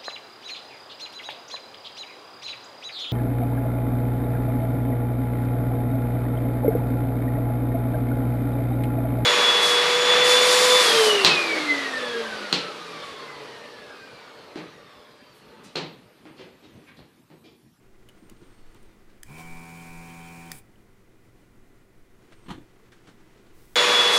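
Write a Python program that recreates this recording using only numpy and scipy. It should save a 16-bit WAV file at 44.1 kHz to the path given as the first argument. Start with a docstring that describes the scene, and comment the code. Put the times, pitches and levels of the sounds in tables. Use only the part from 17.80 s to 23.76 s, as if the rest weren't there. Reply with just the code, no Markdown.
"""A desoldering gun's diaphragm pump spins up, hums, slaps its valve and sucks air through the nozzle.
The trigger snaps it on and off; molten solder gurgles and sputters, and air rushes back on release.
Before that, the tip ticks and scuffs on a circuit board, hot flux whistles and the bench knocks softly.
Later something on the bench shifts with a short clatter and light taps, and the next joint sizzles.
Under it all lies a quiet room with faint mains hum, handling rustle and a slow draught."""
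import sys
import numpy as np
from scipy import signal
from scipy.fft import rfft, irfft, next_fast_len
from scipy.io import wavfile

SR = 44100
rng = np.random.default_rng(int(sys.argv[2]) if len(sys.argv) > 2 else 0)


def master_out(mix):
    """Clip the mix to full scale and print it as 16-bit PCM to the path in sys.argv[1]."""
    frames = np.transpose(np.atleast_2d(mix))
    ceiling = np.clip(frames, -1, 1)
    pcm = np.round(ceiling * 32767).astype(np.int16)
    wavfile.write(sys.argv[1], SR, pcm)


N = 262703
TIME = np.arange(N) / SR
PRESS_S, RELEASE_S = 1.431, 2.717  # the motor has power while the trigger is held


def from_db(db):
    """Decibels to gain."""
    return 10 ** (np.asarray(db) / 20)


def rms_one(x):
    """Scale to an rms of 1."""
    return x / np.sqrt(np.mean(x ** 2) + 1e-20)


def drift(rate_hz):
    """Smooth random modulation with a spread of 1."""
    hop, warm_up = 40, 2000
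    pole = np.exp(-2 * np.pi * rate_hz * hop / SR)
    white = rng.standard_normal(N // hop + warm_up + 2)
    slow = signal.lfilter([1], [1, -2 * pole, pole * pole], white)[warm_up:]
    return np.interp(np.arange(N) / hop, np.arange(len(slow)), rms_one(slow))


def noise(colour):
    """Noise with the given spectrum, falling 24 dB an octave past its ends; rms 1."""
    size = next_fast_len(N)
    octave = np.log2(np.maximum(np.arange(size // 2 + 1) * SR / size, 1))
    hz, db = np.transpose(colour)
    outside = np.abs(octave - np.clip(octave, np.log2(hz[0]), np.log2(hz[-1])))
    gain = from_db(np.interp(octave, np.log2(hz), db) - 24 * outside)
    return rms_one(irfft(rfft(rng.standard_normal(size)) * gain, size)[:N])


def resonant(x, modes):
    """Noise with narrow resonances standing out of it; rms 1."""
    peaks = sum(from_db(db) * signal.lfilter(*signal.iirpeak(hz, hz / width, fs=SR), x)
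                for hz, width, db in modes)
    return rms_one(x + peaks)


def ring(clicks, hz, t60_s):
    """A unit click sets a sine of height 1 ringing."""
    pole, angle = from_db(-60 / (t60_s * SR)), 2 * np.pi * hz / SR
    return signal.lfilter([0, np.sin(angle)], [1, -2 * pole * np.cos(angle), pole * pole], clicks + 1e-18)


def impulses(times, gains):
    """One click of the given height at each time."""
    return np.bincount(np.round(np.asarray(times) * SR).astype(int), gains, N)[:N]


def struck(times, db, modes):
    """Every contact rings all the modes, each with a slightly different strength."""
    scatter_db = rng.standard_normal((len(times), len(modes)))
    return sum((-1) ** k * ring(impulses(times, from_db(scatter_db[:, k] + db + mode_db)), hz, t60_s)
               for k, (hz, mode_db, t60_s) in enumerate(modes))


def dying(times, db, t60_s, rise_s):
    """Envelope of blows whose energies add up and die away."""
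    blows = impulses(times, from_db(db) ** 2) + 1e-24
    energy = signal.lfilter([1], [1, -from_db(-120 / (t60_s * SR))], blows)
    attack = np.exp(-1 / (rise_s * SR))
    return signal.lfilter([1 - attack], [1, -attack], np.sqrt(energy))


def swell(centre_s, half_length_s):
    """A smooth bump of height 1 around a moment."""
    return np.exp(-((TIME - centre_s) / half_length_s) ** 2)


def swells(rows):
    """Envelope of several smooth bumps, each with its own length and level."""
    return sum(from_db(db) * swell(centre_s, half_length_s) for centre_s, half_length_s, db in rows)


def boost(centre_s, half_length_s, db):
    """A gain that rises briefly above 1."""
    return from_db(db * swell(centre_s, half_length_s))


def rising(start_s, rise_s):
    """0 until the start, then settling towards 1."""
    return 1 - np.exp(-np.maximum(TIME - start_s, 0) / rise_s)


# dark room tone: freq_hz, level_db
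ROOM_COLOUR = [(60, -8), (110, -4), (150, -8), (200, -3), (270, -6.5), (360, -6.5), (440, -10),
               (650, -18.5), (950, -19.5), (1800, -22), (2150, -22.5), (2700, -28), (5000, -32.5),
               (10500, -34.5), (16000, -38)]
# resonances in the room tone: pitch_hz, width_hz, level_db
ROOM_MODES = [(708, 26, -1), (1436, 26, 0), (2000, 60, 2), (2420, 32, 0), (2950, 33, -4)]
# mains hum and two fainter tones: pitch_hz, level_db
ROOM_TONES = [(120, -66.5), (322, -71), (380, -72)]

def room(level_db=-59):
    """A bed of soft noise and hum, wavering slightly."""
    bed = from_db(level_db + 0.56 * drift(6.8)) * resonant(noise(ROOM_COLOUR), ROOM_MODES)
    for hz, db in ROOM_TONES:
        peak = np.sqrt(2) * from_db(db + 1.9 * drift(1.17))
        bed += peak * np.sin(2 * np.pi * hz * TIME + hz / 250 * drift(3))
    return bed


# hand movements: centre_s, half_length_s, level_db
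HAND_MOVES = [(.75, 0.7, -61), (4.63, 0.3, -64), (5.5, 0.58, -61.5)]
# soft handling rustle: freq_hz, level_db
RUSTLE_COLOUR = [(150, -10), (350, 13), (700, -1), (1100, 1.5), (2200, -3), (3000, -5.5), (8000, -16.5)]

def rustle(grip_db=-73):
    """The resting grip rustles faintly, and more as the hands shift gun and board."""
    envelope = np.hypot(from_db(grip_db), swells(HAND_MOVES))
    return envelope * from_db(1.9 * drift(26)) * noise(RUSTLE_COLOUR)


# wafts from the moving gun: centre_s, half_length_s, level_db
WAFTS = [(.95, 0.43, -48), (1.75, 0.087, -43.5), (2.15, 0.1, -44), (5.9, .25, -48.5)]
# sub-bass air rumble: freq_hz, level_db
DRAUGHT_COLOUR = [(6, -0.5), (12, -5), (20, -9.5), (30, -18), (50, -21.5), (80, -38.5)]

def draught(level_db=-55, wander_db=2):
    """Slow air movement swells when the gun stirs the air close by."""
    envelope = np.hypot(from_db(level_db), swells(WAFTS))
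    return envelope * from_db(wander_db * drift(3.9)) * noise(DRAUGHT_COLOUR)


# nozzle ticks on the joints: start_s, snap_db, ring_db
TICKS = [(0.2883, -49, -43.5), (0.295, -60, -46), (.497, -44.5, -52), (.945, -54, -74), (1.029, -56, -78),
         (2.958, -67, -54)]
# bright, dry snap, shared with the trigger: freq_hz, level_db
SNAP_COLOUR = [(1500, -1), (3000, 3), (5000, 0), (7500, 5), (11000, 3), (15500, -7)]
# tip scuffs on the board: start_s, level_db
SCUFFS = [(1.294, -58.5), (4.52, -49.5), (5.119, -49.5), (5.27, -49.5), (5.288, -52)]
# dull scuff: freq_hz, level_db
SCUFF_COLOUR = [(500, 4), (900, -7), (1500, 3), (2050, -3.5), (2900, -5.5), (4000, -8), (5000, -11.5),
                (7500, -17), (9400, -18.5), (13500, -37)]

def nozzle():
    """The tip slips on a joint with a snap and a brief ring; on the board it gives a duller scuff."""
    start_s, snap_db, ring_db = np.transpose(TICKS)
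    snap = dying(start_s, snap_db, t60_s=0.015, rise_s=0.00059) * noise(SNAP_COLOUR)
    tip = ring(impulses(start_s, from_db(ring_db)), hz=2970, t60_s=0.015)
    scuff = dying(*np.transpose(SCUFFS), t60_s=0.11, rise_s=0.0022) * noise(SCUFF_COLOUR)
    return snap + tip + scuff


# thin whistles of boiling flux: start_s, length_s, first_hz, last_hz, level_db
WHISTLES = [(.37, .12, 8700, 8600, -69.5), (0.516, .32, 8750, 8550, -72), (.85, 0.19, 8450, 9300, -75),
            (.99, 0.098, 9250, 8400, -73), (1.032, 0.13, 4170, 3400, -73), (4.328, .2, 6250, 7180, -82),
            (4.55, .08, 8350, 8970, -72), (4.62, .06, 8200, 8450, -68.5), (4.74, .1, 7000, 6750, -84),
            (.68, 0.34, 4400, 4480, -76)]

def flux_whistles(tremble_depth=0.0126, flicker_db=2):
    """Flux vapour escapes from the hot joint in faint, trembling glides."""
    out = np.zeros(N)
    tremble = 1 + tremble_depth * drift(400)
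    flicker = from_db(flicker_db * drift(40))
    for start_s, length_s, first_hz, last_hz, db in WHISTLES:
        span = (TIME >= start_s) & (TIME < start_s + length_s)
        along = (TIME[span] - start_s) / length_s
        hz = (first_hz + (last_hz - first_hz) * along) * tremble[span]
        arch = np.sqrt(np.abs(np.sin(np.pi * along)))
        out[span] += from_db(db) * arch * np.sin(2 * np.pi * np.cumsum(hz) / SR)
    return out * flicker


# knocks and clatter on the bench: start_s, thud_db, rattle_db
KNOCKS = [(0.422, -48, -75), (0.514, -44, -64), (0.617, -43, -78), (.945, -51, -58), (4.66, -44, -54),
          (4.683, -33, -42.5), (4.702, -33.5, -36.5), (4.71, -30.5, -46), (4.742, -37.5, -52),
          (4.776, -37.5, -55.5), (4.804, -45, -65), (5.279, -46, -56)]
# low body of board and chassis: freq_hz, level_db
THUD_COLOUR = [(40, -2), (100, -4.5), (150, 1.5), (200, 3), (270, -2.5), (330, 7), (400, -23), (510, -10),
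               (650, -33)]
# their midrange rattle: freq_hz, level_db
RATTLE_COLOUR = [(550, -20), (780, 1), (1000, 0), (1300, -6), (1750, -6), (2430, -12.5), (3300, -8.5),
                 (4300, -16), (4700, -22), (8400, -24.5), (13000, -35), (15000, -43)]
# ring of loose chassis metal: pitch_hz, level_db, t60_s
CHASSIS_MODES = [(1004, -22, 0.058), (1220, 2, 0.12), (1750, 0, 0.096), (2640, -18, 0.12),
                 (2930, -27, 0.11), (3070, -5, 0.18), (3470, -9, 0.2), (3530, -20, .1), (4220, -7.5, 0.18)]

def bench_knocks(metal_db=-10.5):
    """Each knock stirs the crowded modes of board and chassis: a thud, a grainy rattle, a little ring."""
    start_s, thud_db, rattle_db = np.transpose(KNOCKS)
    thud = dying(start_s, thud_db, t60_s=0.089, rise_s=0.0031) * noise(THUD_COLOUR)
    rattle = dying(start_s, rattle_db, t60_s=0.14, rise_s=0.0032) * noise(RATTLE_COLOUR)
    metal = struck(start_s, rattle_db + metal_db, CHASSIS_MODES)
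    grain = from_db(0.86 * drift(180))
    return thud + rattle * grain + metal


# switch contacts, three on press and three on release: start_s
TRIGGER_S = [1.4313, 1.432, 1.4326, 2.7169, 2.7177, 2.719]
# how hard each contact hits: level_db
TRIGGER_DB = [-49, -38, -41, -28.5, -67, -37.5]
# ring of switch and gun shell: pitch_hz, level_db, t60_s
TRIGGER_MODES = [(1790, -4, .014), (2140, -9, .009), (3460, -13, .009), (4690, -7, .012), (5150, -4, .007),
                 (6270, -5, .015), (7780, -3, .008), (8980, -3, .007), (10970, -2, .009), (12280, -5, .004),
                 (14250, -7, .005), (15400, -5, .008)]

def trigger():
    """The switch springs over, bounces and rings the shell; each contact also gives a dry crack."""
    crack = dying(TRIGGER_S, TRIGGER_DB, t60_s=0.011, rise_s=0.0001) * noise(SNAP_COLOUR)
    return struck(TRIGGER_S, TRIGGER_DB, TRIGGER_MODES) + crack


def motor_speed(top_hz=83.36, creep_hz_per_s=0.65, spin_up_s=0.044, brake_hz_per_s=350):
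    """Strokes per second: a quick spin-up, a slow creep, then friction brakes evenly to rest."""
    powered = (top_hz + creep_hz_per_s * (TIME - PRESS_S)) * rising(PRESS_S, spin_up_s)
    braking = brake_hz_per_s * np.maximum(TIME - RELEASE_S, 0)
    return np.maximum(powered - braking, 0)


# harmonics of the housing's hum: stroke_multiple, level_db
HUM_HARMONICS = [(1, -14), (2, 0), (3, -8), (4, -15), (5, -15), (6, -20), (7, -24), (8, -25), (9, -7),
                 (10, -22), (11, -11), (12, -14), (13, -15), (14, -24), (15, -25), (16, -25), (17, -20),
                 (18, -19), (19, -24), (20, -23), (21, -28), (22, -24), (23, -25), (24, -24), (25, -23)]

def housing_hum(pace, strokes, level_db=-47.5, flutter=0.1, force_db=22):
    """The crank shakes the housing at multiples of its rate; the weak multiples waver most."""
    hum = 0
    multiples, levels = np.transpose(HUM_HARMONICS)
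    edge_db = force_db * (pace - 1)  # a slow crank knocks softly, so the buzz is duller
    for k, db in enumerate(levels, 1):
        # the housing's resonances stay put while the higher multiples slide through them
        harmonic_db = np.interp(k * pace, multiples, levels) + edge_db if k > 2 else db
        waver = 1 + flutter * from_db(-db / 2) * drift(17)
        hum += from_db(harmonic_db) * waver * np.sin(2 * np.pi * (k * strokes + rng.random()))
    kick = boost(centre_s=1.508, half_length_s=0.017, db=6)  # the motor takes up the load
    return from_db(level_db) * pace ** 1.82 * kick * hum * np.sqrt(2)


# resonances of valve and pump chamber: pitch_hz
VALVE_HZ = [2268, 2350, 2430, 2601]
# how each one rings: level_db, t60_s
VALVE_RING = [(-2, .07), (3, .038), (-1, .07), (-12, .115)]

def valve_slap(pace, strokes, level_db=-51.5, uneven_db=0.75, chamber_band_hz=(2176, 2620)):
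    """Valve and chamber are struck once a stroke, each resonance at its own point of the turn."""
    force = from_db(uneven_db * drift(40))
    rings = 0
    for hz, (db, t60_s) in zip(VALVE_HZ, VALVE_RING):
        slaps = np.diff(np.floor(strokes + rng.random()), prepend=0)
        rings += from_db(db) * ring(force * slaps, hz, t60_s)
    rings = signal.sosfilt(signal.butter(2, chamber_band_hz, "band", fs=SR, output="sos"), rings)
    running = (TIME > 2) & (TIME < 2.5)
    strain = boost(centre_s=1.657, half_length_s=0.12, db=5.3)  # until the joint is clear
    return from_db(level_db) * pace ** 2.6 * strain * rings / np.std(rings[running])


def airflow(strokes, puff_depth=0.08, flutter_db=0.84, hold_s=0.074, t60_s=0.062):
    """Envelope of the air: it puffs once a stroke, holds briefly after release, then dies away."""
    flow = from_db(-60 * np.maximum(TIME - RELEASE_S - hold_s, 0) / t60_s)
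    puffs = 1 + puff_depth * np.cos(2 * np.pi * strokes)
    return flow * puffs * from_db(flutter_db * drift(90))


# broad suction hiss: freq_hz, level_db
SUCTION_COLOUR = [(300, 5.5), (1000, 0), (2000, 1.5), (2800, -1), (3100, -4), (3700, -4.5), (5000, -4.5),
                  (6500, -5.5), (8600, -5), (9800, -6), (11000, -6.5), (12000, -10.5), (15500, -9)]
# resonances of the suction tube: pitch_hz, width_hz, level_db
TUBE_MODES = [(4790, 98, -16), (5460, 130, -7), (6920, 56, 4), (7200, 49, -18), (7620, 45, 2),
              (7860, 40, -6), (8470, 270, -1.5), (8900, 70, -3), (10500, 81, -3), (11000, 60, -14),
              (15000, 110, -5)]
GULP_S, GULP_HALF_LENGTH_S = 1.598, 0.026

def suction(pace, flow, level_db=-54):
    """Air hisses up the tube, swelling as the molten solder is gulped down."""
    gulp = boost(GULP_S, GULP_HALF_LENGTH_S, db=4.8)
    hiss = resonant(noise(SUCTION_COLOUR), TUBE_MODES)
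    return from_db(level_db) * pace ** 2 * gulp * flow * hiss


# sputters of solder: centre_s, half_length_s, level_db
SPUTTERS = [(1.6, 0.066, -60.5), (2.0, .05, -66), (2.3, 0.046, -59), (2.46, 0.052, -60), (2.67, 0.037, -62)]

def sputter():
    """Solder sputters in the nozzle in narrow, fluttering bands of noise."""
    colour = [(3000, -17), (3100, 6), (3180, -8.5)]  # freq_hz, level_db
    return swells(SPUTTERS) * from_db(2 * drift(53)) * noise(colour)


def gurgle(level_db=-51):
    """The gulp of solder gurgles in the barrel."""
    colour = [(650, -8), (760, 4), (900, -9), (1060, 5), (1200, -17)]  # freq_hz, level_db
    return from_db(level_db) * swell(GULP_S, GULP_HALF_LENGTH_S) * noise(colour)


# bright hiss of returning air: freq_hz, level_db
VENT_COLOUR = [(1760, -38), (3000, -6), (6040, -18), (8340, 1.5), (9660, -5), (10400, 5), (11800, -12),
               (14800, 2), (16000, -24)]

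def vent(flow, level_db=-52):
    """After release, air rushes back for a moment."""
    return from_db(level_db) * rising(RELEASE_S, rise_s=0.004) * flow * noise(VENT_COLOUR)


def pump(running_hz=84, coast_db_per_s=37):
    """One crank drives hum, valve and air; hum and slap fade once the power is off."""
    speed = motor_speed()
    pace = speed / running_hz
    strokes = np.cumsum(speed * (1 + 0.0007 * drift(12))) / SR
    mechanism = housing_hum(pace, strokes) + valve_slap(pace, strokes)
    coasting = from_db(-coast_db_per_s * np.maximum(TIME - RELEASE_S, 0))
    flow = airflow(strokes)
    return coasting * mechanism + suction(pace, flow) + sputter() + vent(flow) + gurgle()


def sizzle(start_s=5.72, level_db=-64.5):
    """Flux fries in fine grains as the next joint melts."""
    colour = [(3000, -1.8), (9000, 0), (15500, -0.14)]  # freq_hz, level_db
    return rising(start_s, rise_s=0.039) * from_db(level_db + 1.7 * drift(300)) * noise(colour)


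def reflections(x, wet_db=-13.5, t60_s=0.29, predelay_s=0.002):
    """A short diffuse tail from the bench and walls."""
    t = TIME[:SR // 2]
    tail = rng.standard_normal(len(t)) * from_db(-60 * t / t60_s) * (t > predelay_s)
    return from_db(wet_db) * signal.fftconvolve(x, tail / np.linalg.norm(tail))[:N]


def scene():
    """The gun close up, the bench and the room around it, in mono."""
    clicks = trigger() + nozzle()
    gun = pump() + clicks + reflections(clicks)
    board = bench_knocks() + sizzle() + flux_whistles()
    ambience = room() + rustle() + draught()
    return (gun + board + ambience)[None]


def record(dry, cutoff_hz=15750):
    """The highest treble is cut steeply."""
    return signal.sosfilt(signal.ellip(10, 0.1, 70, cutoff_hz, fs=SR, output="sos"), dry)


dry = scene()
out = record(dry)
master_out(out)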